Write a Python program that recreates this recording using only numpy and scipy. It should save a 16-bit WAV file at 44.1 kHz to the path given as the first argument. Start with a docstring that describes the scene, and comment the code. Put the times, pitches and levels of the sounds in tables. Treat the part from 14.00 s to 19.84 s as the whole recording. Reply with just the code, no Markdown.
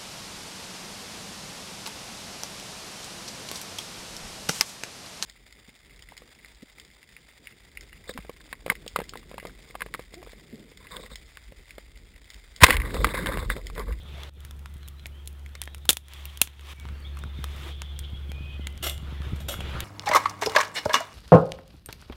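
"""Twig stove outdoors, close microphone

Close by, kindling crackles in a small sheet-metal stove: noise bursts with a hollow body note for each snap.
Hands snap twigs and push sticks in; gritty noise scrapes the metal and rings its modes. Clothes rustle as hiss.
Flame rumble is low noise; draught thumps push the one microphone. Far off, an engine hums and sine-like birds sing.
Gain control dips after the loudest snaps; at two cuts the background restarts low and fades in."""
import sys
import numpy as np
from scipy import signal
from scipy.io import wavfile
from scipy.ndimage import uniform_filter1d

SR = 44100
rng = np.random.default_rng(int(sys.argv[2]) if len(sys.argv) > 2 else 0)


def wav_out(sig):
    """Save sig, one row per channel (or a flat mono array), as 16-bit PCM at SR to the path in sys.argv[1]."""
    wavfile.write(sys.argv[1], SR, np.round(np.clip(np.atleast_2d(sig).T, -1, 1) * 32767).astype(np.int16))


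N = 257544  # samples


def amp(db):
    """Amplitude factor of a level in dB."""
    return 10 ** (np.asarray(db) / 20)


def evened(x):
    """Scales x to an RMS of 1."""
    return x / np.sqrt(np.mean(x ** 2) + 1e-20)


def drift(count, size):
    """Random wandering of RMS 1, smoothed over size samples."""
    return evened(uniform_filter1d(rng.standard_normal(count), size=size))


def read(points, hz):
    """Reads a spectrum at hz, interpolating along log frequency."""
    f, value = np.transpose(points)
    return np.interp(np.log(hz + 1), np.log(f + 1), value)


def add(mix, s, sound):
    """Adds a sound to the mix at s seconds, cut off at the end."""
    part = mix[round(s * SR):][:len(sound)]
    part += sound[:len(part)]


def level(curve):
    """Gain over time from rows (time [s], level [dB])."""
    s, db = np.transpose(curve)
    return amp(np.interp(np.arange(N) / SR, s, db))


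def coloured(x, db):
    """Causal minimum-phase filter with gain db at the rfft frequencies of 2048 points."""
    log_gain = np.log(amp(np.maximum(db, -100)))
    mirrored = np.concatenate([log_gain, log_gain[-2:0:-1]])
    full = signal.hilbert(mirrored)  # the phase that belongs to this gain
    response = np.fft.ifft(np.exp(np.conj(full))).real[:1024]
    return signal.oaconvolve(x, response)[:len(x)]


def resonate(x, hz, width):
    """Shifts hz down to zero, smooths, and shifts back: a resonance of gain 1, width in Hz."""
    turn = np.exp(2j * np.pi * np.cumsum(hz * np.ones(len(x))) / SR)
    r = np.exp(-np.pi * width / SR)
    smooth = signal.lfilter([1 - r], [1, -r], x / turn)
    return 2 * (turn * smooth).real


def noise(spectrum, patchy_db, flicker_db, size):
    """Random short-time spectra with drifting patches and a flicker shared by all bins, RMS 1."""
    frames, hz = 4 * N // size + 5, np.fft.rfftfreq(size, 1 / SR)
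    real, imaginary, patches = rng.standard_normal((frames, len(hz), 3)).T
    patches = uniform_filter1d(patches, size=9, axis=0)
    patches = evened(uniform_filter1d(patches, size=9, axis=1))
    flicker = rng.standard_normal(frames)
    gain = amp(read(spectrum, hz)[:, None] + patchy_db * patches + flicker_db * flicker)
    z = (real + 1j * imaginary) * gain
    return evened(signal.istft(z, nperseg=size, noverlap=size * 3 // 4)[1][:N])


HUM_HZ = 70.3
HUM_DB, WAVER_DB, WAVER_S = -42, 1.5, .06
# overtones of the distant engine: (multiple of the base pitch, level re base [dB])
HUM_OVERTONES = [(2, -19.5), (5, -29)]


def hum():
    """A distant engine: a steady low note whose level wavers slightly, with faint overtones."""
    turn = 2 * np.pi * HUM_HZ * np.arange(N) / SR
    size = int(WAVER_S * SR)
    waver = evened(uniform_filter1d(drift(N, size), size=size))
    note = np.sin(turn) + sum(amp(db) * np.sin(k * turn) for k, db in HUM_OVERTONES)
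    return np.sqrt(2) * amp(HUM_DB + WAVER_DB * waver) * note


# clothes moving near the microphone:
# (start [s], swell [s], fade [s], dull part's top level [dB], bright part's top level [dB])
CLOTH_MOVES = [(0, 0.22, 0.2, -47.5, -52.5), (.39, 0.065, .1, -80, -59.5), (.66, 0.059, 0.51, -76, -67.5),
               (2.021, 0.096, 0.48, -59, -50), (2.42, 0.092, 0.55, -68, -55),
               (2.579, 0.148, 0.012, -50, -45), (2.8, .06, 0.59, -65, -62.5),
               (3.15, 0.035, 0.094, -66.5, -57.5), (3.3, 0.39, .05, -47, -46.5),
               (4.98, 0.14, 0.16, -48.5, -60), (5.2, 0.043, 0.27, -46.5, -55), (5.5, 0.21, 0.94, -41, -54)]


def cloth():
    """Gains of the dull and the bright part of the rustles: each swells, then fades."""
    t, power = np.arange(N) / SR, np.zeros((2, N))
    first_cut = CUTS[0][0]
    for s, swell, fade, *db in CLOTH_MOVES:
        shape = np.interp(t, np.cumsum([s, swell, fade]), [0, 1, 0])
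        if s < first_cut:
            shape *= t < first_cut  # ends at the cut
        power += (amp(db)[:, None] * shape) ** 2
    return np.sqrt(power)


FAR_HISS_DB = -61
# spectrum shape of the far hiss and dull cloth: (frequency [Hz], relative density [dB])
HISS_SPECTRUM = [(150, -31), (250, -7), (353, 1), (404, -4), (1140, -6.5), (1360, -3), (1560, -6.5),
                 (2040, -6.5), (3450, -10), (4380, -17.5), (9000, -36), (11700, -28), (19800, -120)]


def hiss(dull):
    """Far hiss and dull cloth share one patchy noise, their powers added."""
    return np.hypot(amp(FAR_HISS_DB) * fade_in(), dull) * noise(HISS_SPECTRUM, 2.2, 0.39, size=1024)


# spectrum shape of the bright cloth rustle: (frequency [Hz], relative density [dB])
RUSTLE_SPECTRUM = [(240, -40.5), (400, -16), (1220, -1), (1400, -13), (1850, -3), (3570, -2.5),
                   (4630, -12.5), (15500, -22)]


def rustle(bright):
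    """Bright cloth: noise in short flickering frames."""
    return bright * noise(RUSTLE_SPECTRUM, 1.36, 2.3, size=256)


MIC_HISS_DB = -67.5


def microphone_hiss():
    """The microphone's own white hiss, which fades in after each cut but never above its first level."""
    return amp(MIC_HISS_DB) * rng.standard_normal(N) * np.minimum(fade_in(), 1)


# spectrum shape of the low rumble: (frequency [Hz], relative density [dB])
RUMBLE_SPECTRUM = [(12, -37.5), (20, -19.5), (43, -13), (75, -12.5), (95, -8), (118, -12.5), (217, -23.5),
                   (348, -38), (500, -29.5), (650, -71.5), (1100, -120)]
# low rumble, sinking at first and stronger towards the end, before the fades: (time [s], level [dB])
RUMBLE_LEVEL = [(0, -46.5), (.6, -51.5), (1.9, -54), (2.75, -53.5), (3.3, -51.5), (3.9, -53.5), (4.3, -50),
                (4.75, -52.5), (5.2, -48), (5.84, -44.5)]


def rumble():
    """Low rumble of flame and wind: noise with a strong flicker."""
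    return fade_in() * level(RUMBLE_LEVEL) * noise(RUMBLE_SPECTRUM, 0.46, 3.2, size=1024)


def background():
    """Far and microphone hiss, cloth rustle and the low rumble."""
    dull, bright = cloth()
    return hiss(dull) + rustle(bright) + microphone_hiss() + rumble()


# blurred song of far birds, before the fades: (time [s], centre frequency [Hz], level [dB])
FAR_CHORUS = [(0, 3450, -54), (.27, 3480, -62), (.45, 3400, -71.5), (1.45, 3180, -70.5), (1.75, 3600, -66),
              (2.251, 3250, -56), (2.6, 3390, -61.5), (2.95, 3000, -78), (3.3, 3527, -65),
              (3.75, 3305, -58.5), (4.13, 3260, -57.5), (4.33, 3232, -69), (4.5, 3186, -59),
              (4.7, 3050, -60), (4.95, 3150, -63.5), (5.3, 3430, -65), (5.84, 3255, -58)]


def chorus():
    """Birds too far off to resolve: twittering noise through a moving double resonance."""
    s, hz, db = np.transpose(FAR_CHORUS)
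    hz, db = (np.interp(np.arange(N) / SR, s, c) for c in (hz, db))
    twitter = amp(3.4 * drift(N, 900))
    song = resonate(rng.standard_normal(N) * twitter, hz, 600)
    song = resonate(song, hz, 600)
    return fade_in() * amp(db) * evened(song)


# spectrum shape of snapping wood, also of the direct scrapes: (frequency [Hz], gain [dB])
SNAP_SPECTRUM = [(71, -64.5), (120, -17), (1870, -8.5), (2110, -9), (3510, -4.5), (4480, -11),
                 (6210, -11.5), (6730, -9), (7610, -12), (9710, -9), (15500, -17.5)]
TEAR_T60_S, BODY_WIDTH_HZ = 0.015, 300
CRACK_DB = 18  # first sample, over the tearing noise before filtering
PUSH_DB, PUSH_S = -19, .0003


def snap(db, body_hz, body_db, bright_db, t60):
    """Fibres part: sharp crack, short tear, hollow body, push of air, faint scatter off stones and stove."""
    t, hz = np.arange(4000) / SR, np.fft.rfftfreq(2048, 1 / SR)
    tear = amp(-60 * t / np.clip(t60, .003, .1))
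    scatter = amp(-23.5 - 60 * t / 0.17)
    onset = amp(6 - 60 * t / .002)
    burst = rng.standard_normal(len(t)) * (tear + scatter + onset) + amp(CRACK_DB) * (t == 0)
    tilt = bright_db * np.log2((hz + 1300) / 4800) / 2
    burst = coloured(burst, read(SNAP_SPECTRUM, hz) + tilt)
    burst += amp(body_db) * resonate(burst, body_hz, BODY_WIDTH_HZ)
    u = t / PUSH_S
    push = amp(PUSH_DB) * u * (2 - u) * np.exp(-u)
    return amp(db) * (burst / abs(burst).max() + push)


# wood snaps close by: (time [s], burst peak before gain control [dB], body pitch [Hz],
# body resonance gain [dB], treble tilt [dB per two octaves of frequency + 1300 Hz])
WOOD_SNAPS = [(0.234, -26, 3430, 15.5, -5), (0.405, -33, 3200, 14, 7), (0.45, -24, 1830, 9, 7.5),
              (0.51, -29.5, 3450, -4, -4.5), (0.593, -34.5, 2090, 4, 2), (0.659, -27.5, 1360, 3, -12),
              (0.74, -35.5, 3000, -5, 4), (0.768, -39, 3010, -5, 3), (0.831, -38, 3200, 15, -8),
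              (0.878, -28, 3430, -1, 2.5), (0.885, -24, 3430, 7, 14.5), (0.996, -36.5, 3560, 13, -9),
              (1.058, -22.5, 2200, 16, -11), (1.067, -22.5, 2270, 0, 16), (1.259, -35, 3000, -8, 6),
              (1.275, -15.5, 2780, -2, 13.5), (1.329, -40, 3000, -10, 12), (1.395, -39, 3150, -8, 1),
              (1.462, -34, 2210, 12, -3), (1.492, -40.5, 2080, 1, -10), (1.553, -25, 2250, 11, -10.5),
              (1.617, -13.5, 3500, -19, 2), (1.627, -31, 1840, 24, -6), (1.637, -27, 3210, -3, 5.5),
              (1.656, -25.5, 3540, -7, 10), (1.676, -24.5, 1790, 20, -17), (1.747, -19.5, 2660, -2, 2),
              (1.782, -32, 1120, 4, 6), (1.854, -27, 1030, 16, 4), (1.8914, 7, 3300, -1, -2),
              (1.893, 1.5, 3670, 10, 7), (1.8991, 2, 1890, -10, 9), (1.903, -6, 1950, -11.5, 10.5),
              (1.9057, 4, 2860, -13, 9.5), (1.9304, -5, 3300, -1, 13), (1.97, -7.5, 3500, 5, 7),
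              (2.084, -24.5, 1980, 11, 9), (2.136, -21.5, 3400, -22, 2), (2.255, -17, 2730, 18, 26),
              (2.374, -19, 3040, 11, 8.5), (2.4158, 9, 3120, -5.5, 12), (2.417, 7.5, 2700, 4, 8),
              (2.474, -22.5, 1430, -6, -11), (2.595, -29.5, 2700, 0, -12.5), (2.61, -31, 3220, -11, -6),
              (2.799, -27, 3430, 7, 3), (2.854, -30.5, 915, -6, -25), (2.888, -29.5, 1410, -2, -19.5),
              (3.171, -33, 1170, 18.5, -6.5), (3.19, -32.5, 1530, -5, 0), (3.238, -26.5, 1440, 12, -14),
              (3.442, -16.5, 1220, 6.5, -3), (3.564, -33, 1780, -3, -1), (3.819, -17.5, 3260, -5, -13),
              (3.991, -21.5, 3490, -13, 8), (4.318, -23.5, 2390, -3, -9), (4.671, -14, 2060, 7, -4),
              (4.777, -29.5, 3240, -14, -4), (4.897, -14.5, 3420, 20, 11), (4.979, -27, 3240, 12, 2),
              (5.219, -30, 1280, 20, -13), (5.541, -24, 1300, 6, -14), (5.606, -23.5, 3100, 13, -15),
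              (5.805, -10.5, 2700, -11, 0.5)]


def crackle():
    """The clear snaps, and tiny random ticks, as of twigs twisted by hand."""
    out = np.zeros(N)
    for s, *row in WOOD_SNAPS:
        add(out, s, snap(*row, TEAR_T60_S))
    sizes = amp(3 * np.minimum(rng.exponential(1, N), 4))
    ticks = sizes * (rng.random(N) < 22 / SR)  # about 22 a second
    return out + signal.oaconvolve(ticks, snap(-53, 3000, -6, 8, .006))[:N]


# cuts where the background restarts low and fades in:
# (time [s], start of the fade re its end [dB], end of the fade re the opening [dB])
CUTS = [(0.295, -13, 0), (2.735, -16, 5.5)]
FADE_S = 0.1


def fade_in():
    """Gain of hum, hisses, rumble and chorus: at each cut it restarts low and fades in to a new level."""
    t, gain = np.arange(N) / SR, np.ones(N)
    for s, drop_db, after_db in CUTS:
        fade_db = drop_db * np.clip(1 - (t - s) / FADE_S, 0, 1)
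        gain = np.where(t < s, gain, amp(after_db + fade_db))
    return gain


# separate far bird notes, before flutter and echo:
# (time [s], length [s], first pitch [Hz], middle pitch [Hz], last pitch [Hz], level [dB])
BIRD_NOTES = [(.66, .14, 1980, 2020, 2120, -70), (.80, .07, 3700, 4150, 3500, -66),
              (.96, .08, 3550, 4100, 3500, -67), (1.11, .11, 2900, 3120, 3300, -66),
              (1.53, .09, 3500, 3600, 3650, -65), (1.53, .2, 2900, 3150, 3350, -68),
              (1.64, .12, 3650, 3800, 3900, -66), (2.74, .16, 2280, 2250, 2150, -64),
              (2.92, .07, 2800, 2780, 2700, -65), (2.92, .10, 4300, 4500, 4750, -73),
              (3.01, .07, 2230, 2240, 2250, -63), (3.12, .08, 4250, 4220, 4300, -71),
              (3.02, .028, 4700, 4350, 3950, -64), (3.045, .035, 3050, 3560, 3700, -53),
              (3.21, .025, 3240, 3550, 3720, -52), (3.28, .03, 3650, 3600, 3500, -59),
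              (3.36, .05, 3500, 3620, 3620, -57), (3.38, .06, 2150, 2100, 2060, -62),
              (3.51, .05, 3600, 3650, 3620, -59), (3.74, .06, 3500, 3500, 3450, -57),
              (3.85, .07, 3480, 3480, 3450, -57), (4.0, .16, 2200, 2180, 2180, -69),
              (4.13, .05, 3300, 3320, 3300, -57), (4.22, .02, 3600, 3450, 3300, -57),
              (4.26, .06, 2250, 2250, 2280, -63), (4.29, .02, 3400, 3250, 3000, -57),
              (4.31, .265, 2400, 2500, 2500, -57), (4.48, .025, 3400, 3550, 3700, -57),
              (4.6, .1, 2050, 2050, 2060, -61)]


def birds():
    """Far notes: fluttering near-sines on curved pitches, smeared by echoes among the trees."""
    out = np.zeros(N)
    for s, length, first_hz, middle_hz, last_hz, db in BIRD_NOTES:
        u = np.arange(0, 1, 1 / (length * SR))
        curve = np.polyfit([0, .5, 1], [first_hz, middle_hz, last_hz], deg=2)
        flutter = 1 + .55 * drift(len(u), 500)
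        hz = np.polyval(curve, u) * (1 + .006 * drift(len(u), 200))
        note = np.sin(2 * np.pi * np.cumsum(hz) / SR) * signal.windows.tukey(len(u), .3)
        add(out, s, np.sqrt(2) * amp(db) * flutter * note)
    echoes = rng.standard_normal(12000) * amp(-60 * np.arange(12000) / SR / .4)
    return out + amp(-2.0) * signal.oaconvolve(out, echoes / np.linalg.norm(echoes))[:N]


# draught thumps on the microphone: (time [s], level before shaping [dB], pitch scale [Hz])
DRAUGHT_THUMPS = [(0.759, -32.5, 102), (2.851, -31.5, 145), (2.925, -37, 130), (3.256, -31.5, 157),
                  (3.389, -25, 125), (4.132, -26, 101), (4.293, -30.5, 147), (4.407, -30, 130.2),
                  (4.595, -27, 199), (4.667, -35.5, 171), (4.813, -30, 99), (5.03, -35.5, 102),
                  (5.078, -43, 306), (5.124, -26, 137), (5.203, -24.5, 102), (5.265, -33, 145),
                  (5.322, -23, 106), (5.332, -17.5, 103), (5.407, -28.5, 103), (5.535, -33, 152),
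                  (5.589, -26, 119), (5.64, -32, 104), (5.751, -23, 98), (5.819, -29, 101)]


def thumps():
    """Each gust pushes the diaphragm inwards for about one cycle."""
    out = np.zeros(N)
    for s, db, hz in DRAUGHT_THUMPS:
        turns = np.arange(2000) / SR * hz
        # the power below 1 lets the pitch fall
        push = np.sin(2 * np.pi * turns ** 0.81) * np.exp(-(turns / 0.71) ** 2)
        add(out, s, -amp(db) * push * np.minimum(turns / 0.19, 1))
    return out


# a stick knocks and scrapes the stove: (time [s], driving level [dB], decay constant [s])
STICK_KNOCKS = [(4.825, -23, 0.04), (4.837, -18.5, 0.013), (4.859, -19, 0.0081), (4.865, -15, 0.01),
                (4.895, -35, 0.031), (5.015, -43.5, 0.0072), (5.357, -36.5, 0.0087), (5.4, -34, 0.013),
                (5.483, -18, 0.016), (5.508, -28, 0.023), (5.517, -28, 0.021), (5.538, -42, 0.0096),
                (5.607, -38, 0.0092)]
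# modes of the sheet metal: (frequency [Hz], relative gain [dB], ring length [s])
# gain also grows with the root of ring length; the middle mode falls 60 dB in about 4/3 of it
STOVE_MODES = [(367, -6, 0.14), (578, 0.5, 0.076), (662, 0, 0.063), (1280, 0, 0.012), (2090, -1.5, 0.26),
               (2700, -2, 0.35), (2916, 5.5, 0.34), (2860, -3.5, 0.7), (3060, -6, 0.069), (3365, 6.5, 0.43),
               (3630, -3, 0.47), (5400, -28, 0.19), (5600, -2, 0.22), (7200, -10, 0.79), (7200, -5, 0.33),
               (8250, 0.5, 0.18), (9700, -19, 0.15), (9350, -21, 0.25), (11900, -26, .17),
               (11910, 3.5, 0.11), (12400, -18, .12)]


def stove():
    """Gritty scrapes are heard directly and drive sheet metal, whose loose panels split each mode in three."""
    drive, t = np.zeros(N), np.arange(6000) / SR
    for s, db, length in STICK_KNOCKS:
        grit = rng.standard_normal(len(t)) * amp(3.5 * drift(len(t), 40))
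        shape = np.minimum(t / 0.004, 1) * np.exp(-t / max(length, .002))
        add(drive, s, amp(db) * grit * shape)
    ring = np.zeros(N)
    for hz, db, ring_s in STOVE_MODES:
        for split in (.975, 1, 1.03):
            width = 1.65 / ring_s * (1 + 60 * abs(split - 1))  # the outer two die sooner
            ring += amp(db) * np.sqrt(ring_s) * resonate(drive, hz * split, width)
    direct = coloured(drive, read(SNAP_SPECTRUM, np.fft.rfftfreq(2048, 1 / SR)))
    # the many small modes blend into a short clattering tail
    clatter = rng.standard_normal(len(t)) * amp(-60 * t / 0.25)
    tail = signal.oaconvolve(direct, clatter / np.linalg.norm(clatter))[:N]
    return amp(7.5) * ring + amp(-6.5) * direct + amp(-8.5) * tail


# gain control: starts above this level, deepest dip, time to react, fall, hold and recover
DUCK_FROM_DB, DUCK_DB = -14, -6
DUCK_LAG_S, DUCK_FALL_S, DUCK_HOLD_S, DUCK_BACK_S = .025, .04, 0.094, .13


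def duck(x):
    """Gain control: each loud moment pulls the gain down, holds it and lets it recover."""
    t, dip = np.arange(N) / SR, np.zeros(N)
    power = uniform_filter1d((x ** 2).mean(0), size=88)  # over 2 ms
    power_db = 10 * np.log10(abs(power) + 1e-12)[::44]  # looked at about every 1 ms
    times = np.cumsum([DUCK_LAG_S, DUCK_FALL_S, DUCK_HOLD_S, DUCK_BACK_S])
    for k in np.flatnonzero(power_db > DUCK_FROM_DB):
        strength = min((power_db[k] - DUCK_FROM_DB) / 3, 1)  # full dip 3 dB above the start
        dip = np.maximum(dip, strength * np.interp(t - t[44 * k], times, [0, 1, 1, 0]))
    return x * amp(DUCK_DB * dip)


def scene():
    """All sources at the microphone, as two nearly equal channels."""
    mono = fade_in() * hum() + background() + crackle() + stove() + thumps() + birds() + chorus()
    # the channels differ very faintly, mostly in the treble
    apart = amp(-47.5) * np.roll(np.diff(mono, prepend=0), 40)
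    return np.array([mono + apart, mono - apart])


EDGE_HZ = 15900


def record(dry):
    """Gain control dips after the loudest snaps, peaks clip, then the treble ends at the band limit."""
    clipped = np.clip(duck(dry), -.9, .9)
    lowpass = signal.firwin(511, EDGE_HZ, window=("kaiser", 9), fs=SR)
    return signal.oaconvolve(clipped, lowpass[None], "same")


dry = scene()
out = record(dry)
wav_out(out)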